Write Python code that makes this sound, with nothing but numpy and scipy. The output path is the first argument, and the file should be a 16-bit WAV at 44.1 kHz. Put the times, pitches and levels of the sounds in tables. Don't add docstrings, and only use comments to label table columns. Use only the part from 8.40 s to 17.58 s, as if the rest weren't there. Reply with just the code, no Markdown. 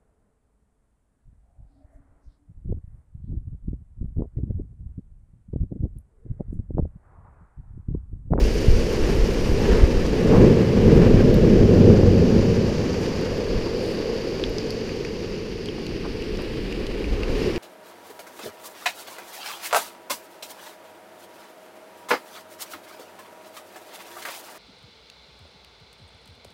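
import sys
import numpy as np
from scipy import signal
from scipy.fft import rfft, irfft, next_fast_len
from scipy.io import wavfile
from scipy.ndimage import uniform_filter1d, map_coordinates

SR = 44100
rng = np.random.default_rng(int(sys.argv[2]) if len(sys.argv) > 2 else 0)


def bounce(signal):
    frames = np.transpose(np.atleast_2d(signal))
    limited = np.clip(frames, -1, 1)
    pcm = np.round(limited * 32767).astype(np.int16)
    wavfile.write(sys.argv[1], SR, pcm)


N = 404838
TIME = np.arange(N) / SR

# (time [s], level [dB])
BREEZE_LEVEL = [(0, -25), (1.7, -24.5), (2.28, -35), (2.5, -17), (3.2, -23), (4.0, -42), (5.0, -37.5),
                (6.6, -40.5), (7.3, -42), (8.3, -31.5), (9.18, -31)]
# (time [s], peak [dB], half length [s])
WIND_GUSTS = [(0.03, -14, 0.079), (0.326, -11.5, .06), (0.633, -18, .035), (0.807, -16, 0.059),
              (1.124, -21, 0.13), (1.323, -15, 0.031), (1.427, -12, .035), (1.565, -12.5, 0.018),
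              (1.996, -21, 0.13), (2.466, -16, 0.03), (2.76, -15, 0.027), (3.057, -18, 0.036),
              (3.19, -22, .03), (3.68, -26, .04), (5.16, -21.5, 0.062), (6.076, -30.5, 0.056),
              (7.53, -33, .035), (7.7, -32, .04), (7.95, -27, .04), (8.73, -22, 0.047),
              (8.924, -21.5, 0.095)]
# (frequency [Hz], relative level [dB])
WIND_TONE = [(5, -26), (14, -0.5), (28, 1), (45, 2.5), (70, -8.5), (110, -14), (200, -38.5), (500, -30.5),
             (1500, -76)]

# (time [s], wheel roar [dB], deck boom [dB])
PASS_BY = [(0, -26.5, -30), (1.7, -24.5, -27), (2.3, -21, -19), (3.0, -18, -16.5), (4.0, -21, -16.5),
           (4.5, -27, -26), (5.6, -26.5, -35), (7.2, -33, -36), (8.1, -31, -36), (9.18, -30, -40)]
# (time [s], speed [factor])
ROLL_SPEED = [(0, 1.025), (2, 0.99), (5.5, 1.024), (7.2, .95), (9.18, 0.93)]
# (time [s], half length [s], extra load [dB], peak scrub [dB], extra hiss and sand [dB])
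TURNS = [(0.675, 0.097, 1.5, -38.5, 0), (1.32, 0.12, 4, -33, 0.5), (2, 0.15, 9, -34, 0.5),
         (2.587, 0.15, 4, -34.5, 0.5), (2.79, 0.049, 1, -42, 0.5), (3.46, 0.27, 3.5, -45, -0.5),
         (9.04, 0.14, 6.5, -50, 6.5)]
# (time [s], deck hum [dB], truck ring [dB], wheel drone [dB])
RINGING = [(0, -8, -7, -16), (2.8, -20, -18, -11), (3.5, 1.5, -5.5, -11), (4.5, -3.5, -4.5, -7),
           (5.5, -6.5, -1, -4), (7.2, -7, -5, -4), (8.0, -4.5, -10, -11), (9.18, -6, -20, -16)]
# (pitch [Hz], width [Hz], relative level [dB])
DECK_NOTES = [(101.4, 8.7, 1), (174.4, 14, -3.5), (206.6, 44, -7.5), (125, 25, -5.5)]
# (frequency [Hz], relative level [dB])
ROAR_TONE = [(60, -24), (150, -19), (230, -4), (285, -4), (345, -1), (440, 0), (500, -2.5), (570, -9),
             (660, -18.5), (800, -27), (1300, -50), (3000, -64.5)]
# (frequency [Hz], relative level [dB])
BOOM_TONE = [(30, -24), (70, -10), (100, 0), (135, -1), (200, 1), (240, 0.5), (285, -13.5), (400, -11),
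             (700, -43), (1500, -79)]

# (time [s], scrub [dB], hiss [dB], sand crackle [dB])
CONTACT_LEVELS = [(0, -41, -38.5, -50.5), (1.0, -38, -38.5, -52), (2.1, -36.5, -39.5, -56.5),
                  (3.3, -38, -39.5, -58), (4.7, -39.5, -42, -59.5), (5.9, -43.5, -42.5, -60),
                  (7.2, -48.5, -44.5, -64.5), (8.2, -48, -40.5, -60.5), (9.18, -40.5, -43.5, -61.5)]
# (time [s], treble gain [dB])
HISS_TREBLE = [(0, 5), (1.2, 4), (2.2, -0.5), (2.6, 0), (3.4, 2.5), (4.6, 6.5), (5.4, 0.5), (6.5, 3),
               (7.4, -2), (8.4, -9), (9.0, 0), (9.18, -3)]
# (time [s], peak [dB], half length [s])
SANDY_SPOTS = [(2.56, -57, .04), (4.63, -57, .04), (5.48, -56.5, .1)]
# (frequency [Hz], relative level [dB])
SCRUB_TONE = [(300, -20), (650, 0.5), (880, 1.5), (1120, -1), (1350, -5), (1700, -2), (2200, -8.5),
              (3500, -15), (7000, -23.5), (15000, -59)]
# (frequency [Hz], relative level [dB])
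HISS_TONE = [(700, -11), (1400, -7.5), (1800, -2), (2300, 1), (2850, 1.5), (3450, -6), (4200, -5.5),
             (4750, -3), (5150, -4), (5700, -6.5), (6500, -12.5), (7300, -18.5), (8200, -32), (12000, -40)]
# (frequency [Hz], relative level [dB])
SAND_TONE = [(3000, -19), (7000, 4.5), (8200, 3), (9300, 5), (10400, 2), (11200, -2), (13200, 0.5),
             (14500, -4), (15500, -12)]
# (time [s], frequency [Hz])
HISS_DIP = [(0, 11050), (1.4, 10900), (4.0, 8500), (6.4, 8400), (7.5, 7600), (8.1, 5850), (8.8, 5400),
            (9.18, 6500)]

# (time [s], peak [dB], half length [s])
AIR_THUMPS = [(0.285, -9, 0.0027), (1.439, -4, 0.0047)]
# (time [s], peak [dB], half length [s], pitch [Hz])
WHEEL_SCUFFS = [(1.402, -25, .006, 2000), (1.949, -17, 0.042, 920), (2.661, -28, .07, 2200),
                (2.799, -24, 0.029, 2110), (7.384, -29.5, .005, 800), (7.653, -27, .016, 1040),
                (7.999, -28, 0.013, 960), (8.851, -33, .07, 1110)]
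# (time [s], ring peak [dB], ring pitch [Hz], crack peak [dB])
STONE_SNAPS = [(1.665, -38, 5200, -29), (2.942, -32, 13500, -25.5), (4.812, -45, 12000, -38),
               (4.980, -46, 12500, -44), (6.038, -16, 3500, -25), (6.095, -41, 13000, -46),
               (6.183, -22, 4840, -29), (6.306, -36.5, 10500, -20.5), (6.492, -28, 2400, -38),
               (6.649, -24.5, 2450, -30), (7.127, -30, 2720, -42), (7.258, -34, 3170, -27),
               (7.286, -25.5, 3030, -40), (7.466, -30, 2700, -27.5), (7.823, -29, 2900, -30),
               (7.972, -34, 5630, -34), (8.020, -42, 10500, -38), (8.325, -27, 2700, -29),
               (8.467, -33, 3000, -27.5), (8.642, -24, 2550, -34), (8.833, -19.5, 2660, -28),
               (9.16, -22, 2730, -31)]
# (frequency [Hz], relative level [dB])
CRACK_TONE = [(1500, -30), (2600, 2), (4600, 19), (8000, -1.5), (11000, -7), (13500, -15), (16000, -26)]


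def gain_of(db):
    return 10 ** (np.asarray(db) / 20)


def evened(x):
    return x / np.sqrt(np.mean(x ** 2) + 1e-20)


def follow(rows):
    times, *columns = np.transpose(rows)
    return [np.interp(TIME, times, column) for column in columns]


def swell(at, half_length):
    return np.exp(-np.minimum(((TIME - at) / half_length) ** 2, 50))


def with_swells(base_db, rows):
    swell_power = sum((gain_of(db) * swell(at, half)) ** 2 for at, db, half in rows)
    return np.sqrt(gain_of(base_db) ** 2 + swell_power)


def add(mix, at, sound):
    part = mix[max(round(at * SR), 0):][:len(sound)]
    part += sound[:len(part)]


def colour(x, tone):
    table_hz, db = np.transpose(tone)
    size = next_fast_len(len(x))
    hz = np.fft.rfftfreq(size, 1 / SR)
    gains = gain_of(np.interp(np.log(hz + 1), np.log(table_hz), db))
    return evened(irfft(rfft(x, size) * gains, size)[:len(x)])


def treble(x, above_hz):
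    return signal.sosfiltfilt(signal.butter(6, above_hz, "high", fs=SR, output="sos"), x)


def wander(top_hz):
    size = next_fast_len(N)
    hz = np.fft.rfftfreq(size, 1 / SR)
    spectrum = rfft(rng.standard_normal(size)) / (1 + (hz / top_hz) ** 4)
    return evened(irfft(spectrum, size)[:N])


def steadied(x, span_s):
    size = max(int(span_s * SR), 8)
    power = uniform_filter1d(uniform_filter1d(x ** 2, size), size)
    return x / np.sqrt(abs(power) + 1e-9)


def impacts(per_s, spread_db):
    sizes = gain_of(spread_db * np.minimum(rng.exponential(1, N), 4))
    return evened(sizes * rng.choice([-1, 1], N) * (rng.random(N) < per_s / SR))


def ring(x, hz, width_hz):
    pole = np.exp((2j * np.pi * hz - np.pi * width_hz) / SR)
    return signal.lfilter([1], [1, -pole], x).imag


def wind():
    breeze_db, = follow(BREEZE_LEVEL)
    strength = with_swells(breeze_db, WIND_GUSTS)
    swirls = steadied(colour(rng.standard_normal(N), WIND_TONE), span_s=0.047)
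    push = swirls * strength * gain_of(1.9 * wander(top_hz=17))
    flutter = push * abs(push) * wander(top_hz=110)
    return push + gain_of(-14) * flutter


def rolling_roar():
    roar_db, boom_db = follow(PASS_BY)
    load_db = sum(db * swell(at, half) for at, half, db, _, _ in TURNS)
    speed, = follow(ROLL_SPEED)
    hum_db, _, drone_db = follow(RINGING)
    road = colour(impacts(per_s=2500, spread_db=2.5), ROAR_TONE)
    drumming = colour(impacts(per_s=2500, spread_db=1.5), ROAR_TONE)
    wheels = road + gain_of(drone_db) * evened(ring(drumming, hz=455, width_hz=60))
    wheels = map_coordinates(wheels, [np.cumsum(speed)], order=3, mode="mirror")
    roar = steadied(wheels, span_s=0.33)
    shaking = impacts(per_s=1500, spread_db=3.0)
    hum = evened(sum(gain_of(db) * steadied(ring(shaking, hz, width), span_s=0.73)
                     for hz, width, db in DECK_NOTES))
    rumble = colour(impacts(per_s=1500, spread_db=2.0), BOOM_TONE)
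    boom = steadied(rumble + gain_of(hum_db) * hum, span_s=0.19)
    return gain_of(roar_db + load_db) * roar + gain_of(boom_db + 1.23 * load_db) * boom


def wheel_contact():
    scrub_db, hiss_db, sand_db = follow(CONTACT_LEVELS)
    treble_db, = follow(HISS_TREBLE)
    _, truck_db, _ = follow(RINGING)
    speed, = follow(ROLL_SPEED)
    turn_db = sum(db * swell(at, half) for at, half, _, _, db in TURNS)
    spins_per_s = 28.2 * speed * (1 + .06 * wander(top_hz=1.59))
    spin = np.sin(2 * np.pi * np.cumsum(spins_per_s) / SR)
    patches = wander(top_hz=30)

    scrub = colour(impacts(per_s=6000, spread_db=2), SCRUB_TONE)
    scrub *= with_swells(scrub_db, [(at, db, half) for at, half, _, db, _ in TURNS])
    scrub *= gain_of(0.85 * patches)

    peeling = colour(impacts(per_s=9000, spread_db=1.5), HISS_TONE)
    shaking = colour(impacts(per_s=6000, spread_db=3.5), HISS_TONE)
    truck = evened(ring(shaking, hz=4670, width_hz=500))
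    hiss = peeling + (gain_of(treble_db) - 1) * treble(peeling, above_hz=5500)
    hiss += gain_of(truck_db) * truck
    hiss *= gain_of(hiss_db + turn_db + .5 * patches + .4 * spin)

    sand = colour(impacts(per_s=8300, spread_db=2.5), SAND_TONE)
    sand_gain = with_swells(sand_db + turn_db, SANDY_SPOTS)
    sand_strength = sand_gain / sand_gain.max()
    clumps = gain_of(2.6 * sand_strength * wander(top_hz=55))
    sand += (clumps - 1) * treble(sand, above_hz=11500)
    sand *= sand_gain * gain_of(.4 * patches + .5 * spin)
    return scrub + hiss + sand


def drifting_dip(x, width_hz=830, depth=.35):
    hz, = follow(HISS_DIP)
    rotation = np.exp(2j * np.pi * np.cumsum(hz) / SR)
    pole = np.exp(-np.pi * width_hz / SR)
    smoothed = signal.lfilter([1 - pole], [1, -pole], x / rotation)
    band = 2 * (rotation * smoothed).real
    return x - depth * band


def air_thumps():
    out = np.zeros(N)
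    for at, peak_db, half in AIR_THUMPS:
        offset = (TIME - at) / half
        pressure = -offset * np.exp(-offset ** 2)
        out += gain_of(peak_db) * pressure / pressure.max()
    return out


def wheel_scuffs():
    out = np.zeros(N)
    for at, peak_db, half, hz in WHEEL_SCUFFS:
        t = np.arange(-3 * half, 3 * half, 1 / SR)
        burst = rng.standard_normal(N)[:len(t)] * np.exp(-(t / half) ** 2)
        rasp = ring(ring(burst, hz, width_hz=1.1 * hz), hz, width_hz=1.1 * hz)
        add(out, at + t[0], gain_of(peak_db) * rasp / abs(rasp).max())
    return out


def stone_snaps():
    out, t = np.zeros(N), np.arange(2048) / SR
    for at, ring_db, hz, crack_db in STONE_SNAPS:
        chatter = rng.standard_normal(len(t)) * np.exp(-t / 0.0025)
        ping = ring(ring(chatter, hz, width_hz=0.26 * hz), hz, width_hz=0.26 * hz)
        crack = colour(rng.standard_normal(len(t)), CRACK_TONE) * np.exp(-t / 0.0018)
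        add(out, at, gain_of(ring_db) * ping / abs(ping).max())
        add(out, at, gain_of(crack_db) * crack / abs(crack).max())
    return out


def scene():
    ongoing = wind() + rolling_roar() + drifting_dip(wheel_contact())
    return (ongoing + air_thumps() + stone_snaps() + wheel_scuffs())[None]


def record(dry):
    rounded = dry / (1 + (dry / .95) ** 8) ** (1 / 8)
    low_pass = signal.firwin(511, cutoff=15400, window=("kaiser", 9), fs=SR)
    return signal.oaconvolve(rounded, low_pass[None], "same")


dry = scene()
out = record(dry)
bounce(out)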